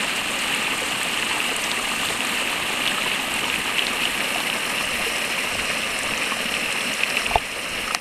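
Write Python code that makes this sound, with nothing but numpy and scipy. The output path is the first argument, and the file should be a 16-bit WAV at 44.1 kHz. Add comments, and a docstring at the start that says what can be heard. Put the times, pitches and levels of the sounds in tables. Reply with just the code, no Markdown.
"""A small brook runs over mossy rocks in a wood: from the start, a rush of noise and countless ringing bubbles,
with a little rumble, hiss and a thin whine beneath. Spray ticks, pops, plops and smacks, each a short ring
mixed with hiss, stand out all through. Mostly from 3 to 5 s the hand-held camera swings round and the rush
changes colour; later the hands shift and the rumble swells. Near the end the camera body is knocked, lightly
then hard, and something snaps close by: both are sets of ringing tones. Loud peaks make the whole sound duck."""
import sys
import numpy as np
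from scipy import signal
from scipy.fft import rfft, irfft
from scipy.io import wavfile

SR = 44100
rng = np.random.default_rng(int(sys.argv[2]) if len(sys.argv) > 2 else 0)


def how_loud(loudness_db):
    """Turn decibels into a plain amplitude multiplier (0 dB gives 1, 20 dB gives 10)."""
    steps = np.asarray(loudness_db, float) / 20
    return 10 ** steps


def int16_out(signal):
    """Quantize to a 16-bit WAV file."""
    q = np.round(np.clip(np.atleast_2d(signal).T, -1, 1) * 32767)
    wavfile.write(sys.argv[1], SR, q.astype(np.int16))


N = 352837   # length in samples, about 8 s

# the brook's strength: t/s, rush level/dB, spray level/dB and finest fizz level/dB (both before colouring)
FLOW = [(0, -26, -1, -3), (2, -26.5, 1, 0), (3.3, -26, -2, -2.2), (4.5, -25.5, -2.5, -1.8),
        (5.5, -25.5, -3, -6.5), (7, -26, -2.5, -6.5), (8, -26.5, -3, -6)]
# the camera's swing: t/s, direction (0 faces the pool, 1 faces the log)
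SWING = [(0, 0.063), (2, 0.067), (3, 0.11), (4, 0.33), (5, 0.77), (6, 0.81), (8, 0.88)]
# colour of the water at both ends of the swing: f/Hz, relative level per Hz/dB
FACING_POOL = [(59, -50), (100, -14.5), (248, -6.5), (541, -8), (800, -5.5), (2130, -3.5), (2810, 0),
               (4400, -13.5), (5750, -20.5), (8580, -11.5), (10800, -23), (12000, -20.5), (14500, -29),
               (16000, -29)]
FACING_LOG = [(59, -65), (100, -18), (228, -7.5), (355, -11.5), (530, -3.5), (800, -10), (2800, -1.5),
              (3470, -13.5), (4190, -11), (4660, -16.5), (5300, -8.5), (6550, -19), (8800, -10.5),
              (12000, -17), (15500, -25.5)]
# hollows among the rocks and the microphone's port: f/Hz, width/Hz, boost or cut/dB
HOLLOWS = [(228, 86, 4), (1210, 95, 4.5), (1415, 95, -3.5), (2790, 680, 3), (3330, 610, -2.5),
           (4195, 370, 4), (8470, 97, 3)]
GURGLE_DB = 2   # level of the low gurgle against the rush, before colouring

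# the microphone's own hiss, mostly above the water's pitch range: rms level, lowest pitch
SELF_NOISE_DB, SELF_NOISE_HZ = -58, 13800
# low rumble: usual level, size of its slow wandering, speed of that wandering in Hz
RUMBLE_DB, LUMPS_DB, LUMPS_HZ = -50.5, 2, 5.2
# hands shifting on the camera, each swelling and fading alike: t/s, level/dB
GRIPS = [(4.97, -41), (5.57, -42), (5.93, -48), (6.1, -44), (7.38, -41), (7.75, -43)]
GRIP_RISE_S, GRIP_FALL_S = 0.047, 0.059
# a thin whine: t/s, level/dB
WHINE = [(0, -51), (1.5, -59), (2.5, -48), (3.6, -52.5), (4.8, -57), (8, -61)]
WHINE_HZ = 11719

# single sounds at set moments; levels are those before the swell and fade: t/s, level/dB, f/Hz
TICKS = [(0.5472, -14, 8460), (1.031, -16, 8400), (1.564, -11.5, 8700), (2.2494, -16, 8900),
         (2.2697, -17, 7240), (3.3398, -18, 8000), (4.696, -19, 8400), (5.9893, -17.5, 8260),
         (6.7077, -22, 8600), (7.1018, -18, 5170), (7.8785, -22, 6000), (7.9225, -23, 8720)]     # droplets striking rock
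POPS = [(0.6718, -5.5, 2590), (1.225, -4, 2700), (1.4032, -3, 2600), (2.2058, -2, 2760),
        (2.4743, -5.5, 2600), (2.8642, -6, 2730), (2.8812, -3, 2950), (3.021, -5, 2460), (3.4423, -3, 2950),
        (3.4999, -4, 2730), (3.5409, -1, 2440), (3.5593, -2, 2720), (3.7836, 2, 2790), (3.7925, 2, 3070),
        (3.8245, -7, 3000), (3.8676, -7, 2900), (4.0538, -0.5, 2940), (4.5002, -4.5, 2920),
        (6.1365, -5, 2520), (6.54, -2, 2780), (6.6594, -3, 2600), (7.0348, 2, 2630), (7.0372, -5, 2600),
        (7.0435, -11, 2650), (7.1692, -0.5, 2420), (7.1727, -2.5, 2700), (7.2645, -1, 2700),
        (7.3815, -5, 2900), (7.385, -5, 2700)]       # small bubbles bursting
PLOPS = [(1.011, -19, 853), (1.013, -11, 1730), (1.415, -16, 1260), (1.642, -12, 2030), (1.794, -12, 1270),
         (2.097, -19, 444), (2.791, -15, 1200), (2.981, -10.5, 1250), (3.238, -19, 750), (3.926, -15, 1190),
         (4.356, -14, 710), (5.064, -16.5, 460), (6.32, -8.5, 1080), (6.85, -22, 247), (7.563, -17, 496),
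         (7.877, -12.5, 1250), (7.907, -9.5, 1250)]     # large bubbles
SMACKS = [(1.7159, -1, 3630), (2.0525, -8, 3600), (2.0875, -5, 3580), (2.8764, 2, 3270), (3.8686, -1, 3970),
          (7.169, -8, 3900)]   # heavy drops smacking rock, short and wide
# more of each kind at random moments, mostly faint:
# rate/(1/s), mean level/dB, level spread/dB, middle f/Hz, pitch spread/octaves
CHANCE_TICKS = [(1.5, -21.5, 2, 7700, 0.2)]
CHANCE_POPS = [(3.2, -11.5, 2.7, 2610, 0.17)]
CHANCE_PLOPS = [(1.2, -20.5, 3.5, 1200, 0.035), (.8, -19, 4, 730, .35), (1.2, -15, -4, 1970, .12)]
CHANCE_SMACKS = [(3.1, -15, 2, 3600, 0.12)]

# knocks on the camera body: t/s, level of the blow/dB
KNOCKS = [(7.3103, -13), (7.3556, 0)]
# tones the body rings with: f/Hz, level against the blow/dB, time to fall by 60 dB/s
BODY = [(62, -14, 0.06), (430, -15, 0.07), (700, -2, 0.05), (875, -1, 0.035), (1160, -13, 0.03),
        (1700, -13, 0.014), (2500, -8, 0.014), (3540, -3, .016)]
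SNAP_S, SNAP_DB = 7.9482, -5.5   # moment of the dry snap, level of its blow
# tones of the snap: f/Hz, level against the blow/dB, time to fall by 60 dB/s
SNAP = [(710, -13, 0.046), (1275, -3.5, 0.0097), (1870, -9, 0.021), (2600, 2, 0.0042), (3400, -14, 0.0068),
        (4120, -1.5, 0.0044), (5800, 5, 0.002), (9200, 0, 0.0019), (12700, -9, .002)]


def rms_one(x):
    """Scale to rms (average strength) 1."""
    return x / np.sqrt(np.mean(x ** 2) + 1e-20)


def in_time(rows):
    """Turn the columns of a time table into curves, one value per sample."""
    s, *columns = np.transpose(rows)
    return [np.interp(np.arange(N) / SR, s, c) for c in columns]


def drift(rate_hz):
    """Slow random wandering of spread 1: noise smoothed twice, made at every 40th sample."""
    r = np.exp(-2 * np.pi * rate_hz * 40 / SR)
    noise = rng.standard_normal(N // 40 + 2002)
    slow = signal.lfilter([1], [1, -2 * r, r * r], noise)[2000:]   # drop the filter's start-up
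    return np.interp(np.arange(N) / 40, np.arange(len(slow)), rms_one(slow))


def band(x, low_hz, high_hz):
    """Keep mostly the pitches between two limits (Butterworth band-pass)."""
    return signal.sosfilt(signal.butter(2, [low_hz, high_hz], "band", fs=SR, output="sos"), x)


def ring(blows, hz, t60):
    """Each unit click starts a sine of height 1 that falls by 60 dB in t60 seconds."""
    r = how_loud(-60 / (t60 * SR))
    w = 2 * np.pi * hz / SR
    return signal.lfilter([0, np.sin(w)], [1, -2 * r * np.cos(w), r * r], blows + 1e-18)


def colour(x, spectrum, size=4096):
    """Filter without pre-echo (minimum-phase): a broad spectrum plus the hollows' peaks and dips."""
    hz = np.fft.rfftfreq(size, 1 / SR) + 1
    corners = np.array(spectrum)
    db = np.interp(np.log(hz), np.log(corners[:, 0]), corners[:, 1])
    for mid_hz, width_hz, top_db in HOLLOWS:
        db += top_db / (1 + (2 * (hz - mid_hz) / width_hz) ** 2)
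    # folding the cepstrum forward puts all of the response after its start
    cepstrum = irfft(db * np.log(10) / 20)
    cepstrum[1:size // 2] *= 2
    cepstrum[size // 2 + 1:] = 0
    response = irfft(np.exp(rfft(cepstrum)))
    return signal.fftconvolve(x, response)[:N]


def clicks(per_s, spread_db, clump_db):
    """Random clicks of uneven size that come in clumps."""
    sizes = how_loud(spread_db * np.minimum(rng.exponential(1, N), 4)) * rng.choice([-1, 1], N)
    rate = per_s * how_loud(clump_db * (drift(9) + 0.6 * drift(25)))
    return sizes * (rng.random(N) < rate / SR)


def bubbles(low_hz, high_hz, per_s, cycles, spread_db, count=14):
    """Bubbles of many sizes, each falling 60 dB in so many cycles; together about flat in spectrum."""
    born = clicks(per_s, spread_db, clump_db=3.0)
    dealt = rng.integers(0, count, N)   # which pitch a bubble gets
    pitches = np.geomspace(low_hz, high_hz, count)
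    return rms_one(sum(hz * ring(born * (dealt == k), hz, cycles / hz) for k, hz in enumerate(pitches)))


def water():
    """Far rush, near bubbles and splashes in four pitch ranges, coloured by the way the camera faces."""
    rush_db, spray_db, fizz_db = in_time(FLOW)
    splash = rms_one(clicks(900, spread_db=4.5, clump_db=5.5))   # shared by all ranges
    surge = 0.33 * drift(9.9)
    mix = 0
    for low_hz, high_hz, level_db, per_s, cycles, bubble_gain, splash_gain in [
            (60, 1317, GURGLE_DB, 250, 18.3, 0.45, 0.23),
            (1498, 4340, 0, 900, 39.0, 0.53, 0.44),
            (4520, 9800, spray_db, 2500, 37.0, 0.81, 0.46),
            (9360, 12700, fizz_db, 2800, 8.8, 0.74, 0.93)]:
        far = rng.standard_normal(N) * how_loud(surge + 1.6 * drift(59))
        near = bubbles(max(low_hz, 200), min(high_hz, 15000), per_s, cycles, spread_db=6.0)
        near *= np.sqrt(2 * (high_hz - low_hz) / SR)   # as dense per Hz as the far rush
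        layer = far + bubble_gain * near + splash_gain * splash
        mix = mix + how_loud(level_db) * band(layer, low_hz, high_hz)
    swing = np.clip(in_time(SWING)[0], 0, 1)
    heard = (1 - swing) * colour(mix, FACING_POOL) + swing * colour(mix, FACING_LOG)
    # the rush level is that of the middle pitches
    return how_loud(rush_db) * heard / np.std(band(heard, 1340, 4500))


def own_hiss():
    """The microphone's own hiss: steady high noise."""
    return how_loud(SELF_NOISE_DB) * rms_one(band(rng.standard_normal(N), SELF_NOISE_HZ, 17500))


def rumble():
    """Lumpy low noise at the microphone port, swelling when the hands shift."""
    t = np.arange(N) / SR
    level = how_loud(RUMBLE_DB + LUMPS_DB * drift(LUMPS_HZ))
    for s, db in GRIPS:
        level = level + how_loud(db) * np.exp(-abs(t - s) / np.where(t < s, GRIP_RISE_S, GRIP_FALL_S))
    return level * rms_one(band(rng.standard_normal(N), 4.1, 90))


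def whine():
    """A faint high sine that wavers in level."""
    level = how_loud(in_time(WHINE)[0] + 1.5 * drift(1.6))
    return level * np.sin(2 * np.pi * WHINE_HZ * np.arange(N) / SR)


def by_chance(kinds):
    """Rows (t/s, level/dB, f/Hz) at random moments, scattered round each kind's level and pitch."""
    rows = []
    for per_s, db, spread_db, hz, octaves in kinds:
        times = np.cumsum(rng.exponential(1, 60)) / per_s
        loud, high = rng.standard_normal((2, 60))
        drawn = np.transpose([times, db + spread_db * loud, hz * 2 ** (octaves * high)])
        rows += list(drawn[drawn[:, 0] < N / SR])
    return rows


def bursts(table, swell, cycles, rise, noisy, spread):
    """Quick swells (swell in cycles), dying rings that climb in pitch, and hiss round that pitch."""
    out = np.zeros(N + SR)
    for s, db, hz in table:
        turns = np.arange(int(60 * SR / hz)) * hz / SR   # time counted in cycles
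        shape = (1 - np.exp(-turns / swell)) * how_loud(-60 * turns / cycles)
        tone = np.sin(2 * np.pi * turns * (1 + rise * turns))
        hiss = rms_one(band(rng.standard_normal(len(turns)), hz / spread, min(hz * spread, 15000)))
        start = round(s * SR)
        out[start:start + len(turns)] += how_loud(db) * shape * ((1 - noisy) * tone + noisy * hiss)
    return out[:N]


def ticks():
    """Spray droplets striking rock: high, mostly hiss, with a sudden start."""
    rows = TICKS + by_chance(CHANCE_TICKS)
    return bursts(rows, swell=0.14, cycles=87.0, rise=0.0016, noisy=0.85, spread=1.14)


def pops():
    """Small bubbles bursting: short, mostly clear rings."""
    rows = POPS + by_chance(CHANCE_POPS)
    return bursts(rows, swell=0.99, cycles=22.1, rise=0.00069, noisy=0.17, spread=1.3)


def plops():
    """Large bubbles: lower rings that swell more slowly and last longer."""
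    rows = PLOPS + by_chance(CHANCE_PLOPS)
    return bursts(rows, swell=1.9, cycles=39.0, rise=0.00072, noisy=0.24, spread=1.6)


def smacks():
    """Heavy drops smacking rock: very few cycles, so the sound is short and wide in pitch."""
    rows = SMACKS + by_chance(CHANCE_SMACKS)
    return bursts(rows, swell=0.3, cycles=11.0, rise=0.004, noisy=0.15, spread=1.4)


def struck(hits, modes, contact_hz):
    """Every blow rings all the tones; a softer contact (lower contact_hz) is a duller click."""
    blows = np.zeros(N)
    for s, db in hits:
        blows[round(s * SR)] = how_loud(db)
    r = np.exp(-2 * np.pi * contact_hz / SR)
    blows = signal.lfilter([1 - r], [1, -r], blows + 1e-18)
    # neighbouring tones start in opposite directions, so the ring swells before it dies
    return sum((-1) ** k * how_loud(db) * ring(blows, hz, t60) for k, (hz, db, t60) in enumerate(modes))


def knocks():
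    """Dull-edged blows, one light and one hard, set the camera body ringing."""
    return struck(KNOCKS, BODY, contact_hz=650)


def snap():
    """A dry snap: one sharp-edged blow and tones that die very quickly."""
    return -struck([(SNAP_S, SNAP_DB)], SNAP, contact_hz=15000)


def scene():
    """Add up water, rumble, whine, single drops and bubbles, knocks and snap."""
    background = water() + rumble() + whine()
    singles = ticks() + pops() + plops() + smacks()
    close = knocks() + snap()
    return (background + singles + close)[None]


def gain_control(x, threshold_db, slope, attack_s, release_db_s):
    """Peaks over the threshold pull the gain down quickly; it creeps back at a steady rate."""
    over = slope * np.maximum(20 * np.log10(abs(x) + 1e-9) - threshold_db, 0)
    creep = release_db_s * np.arange(N) / SR
    held = np.maximum.accumulate(over + creep, axis=-1) - creep
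    r = np.exp(-1 / (attack_s * SR))
    return x * how_loud(-signal.lfilter([1 - r], [1, -r], held))


def roll_off(x):
    """The treble ends steeply here."""
    return signal.sosfilt(signal.butter(12, 16130, fs=SR, output="sos"), x)


def record(dry):
    """Add the microphone's hiss, control the gain, clip overloads and cut the top steeply."""
    held = gain_control(dry + own_hiss(), threshold_db=-5, slope=1.15, attack_s=0.014, release_db_s=8)
    clipped = np.clip(held, -1, 1)
    mix = signal.sosfilt(signal.cheby2(24, 60, 15900, fs=SR, output="sos"), clipped)
    return roll_off(mix)


dry = scene()
out = record(dry)
int16_out(out)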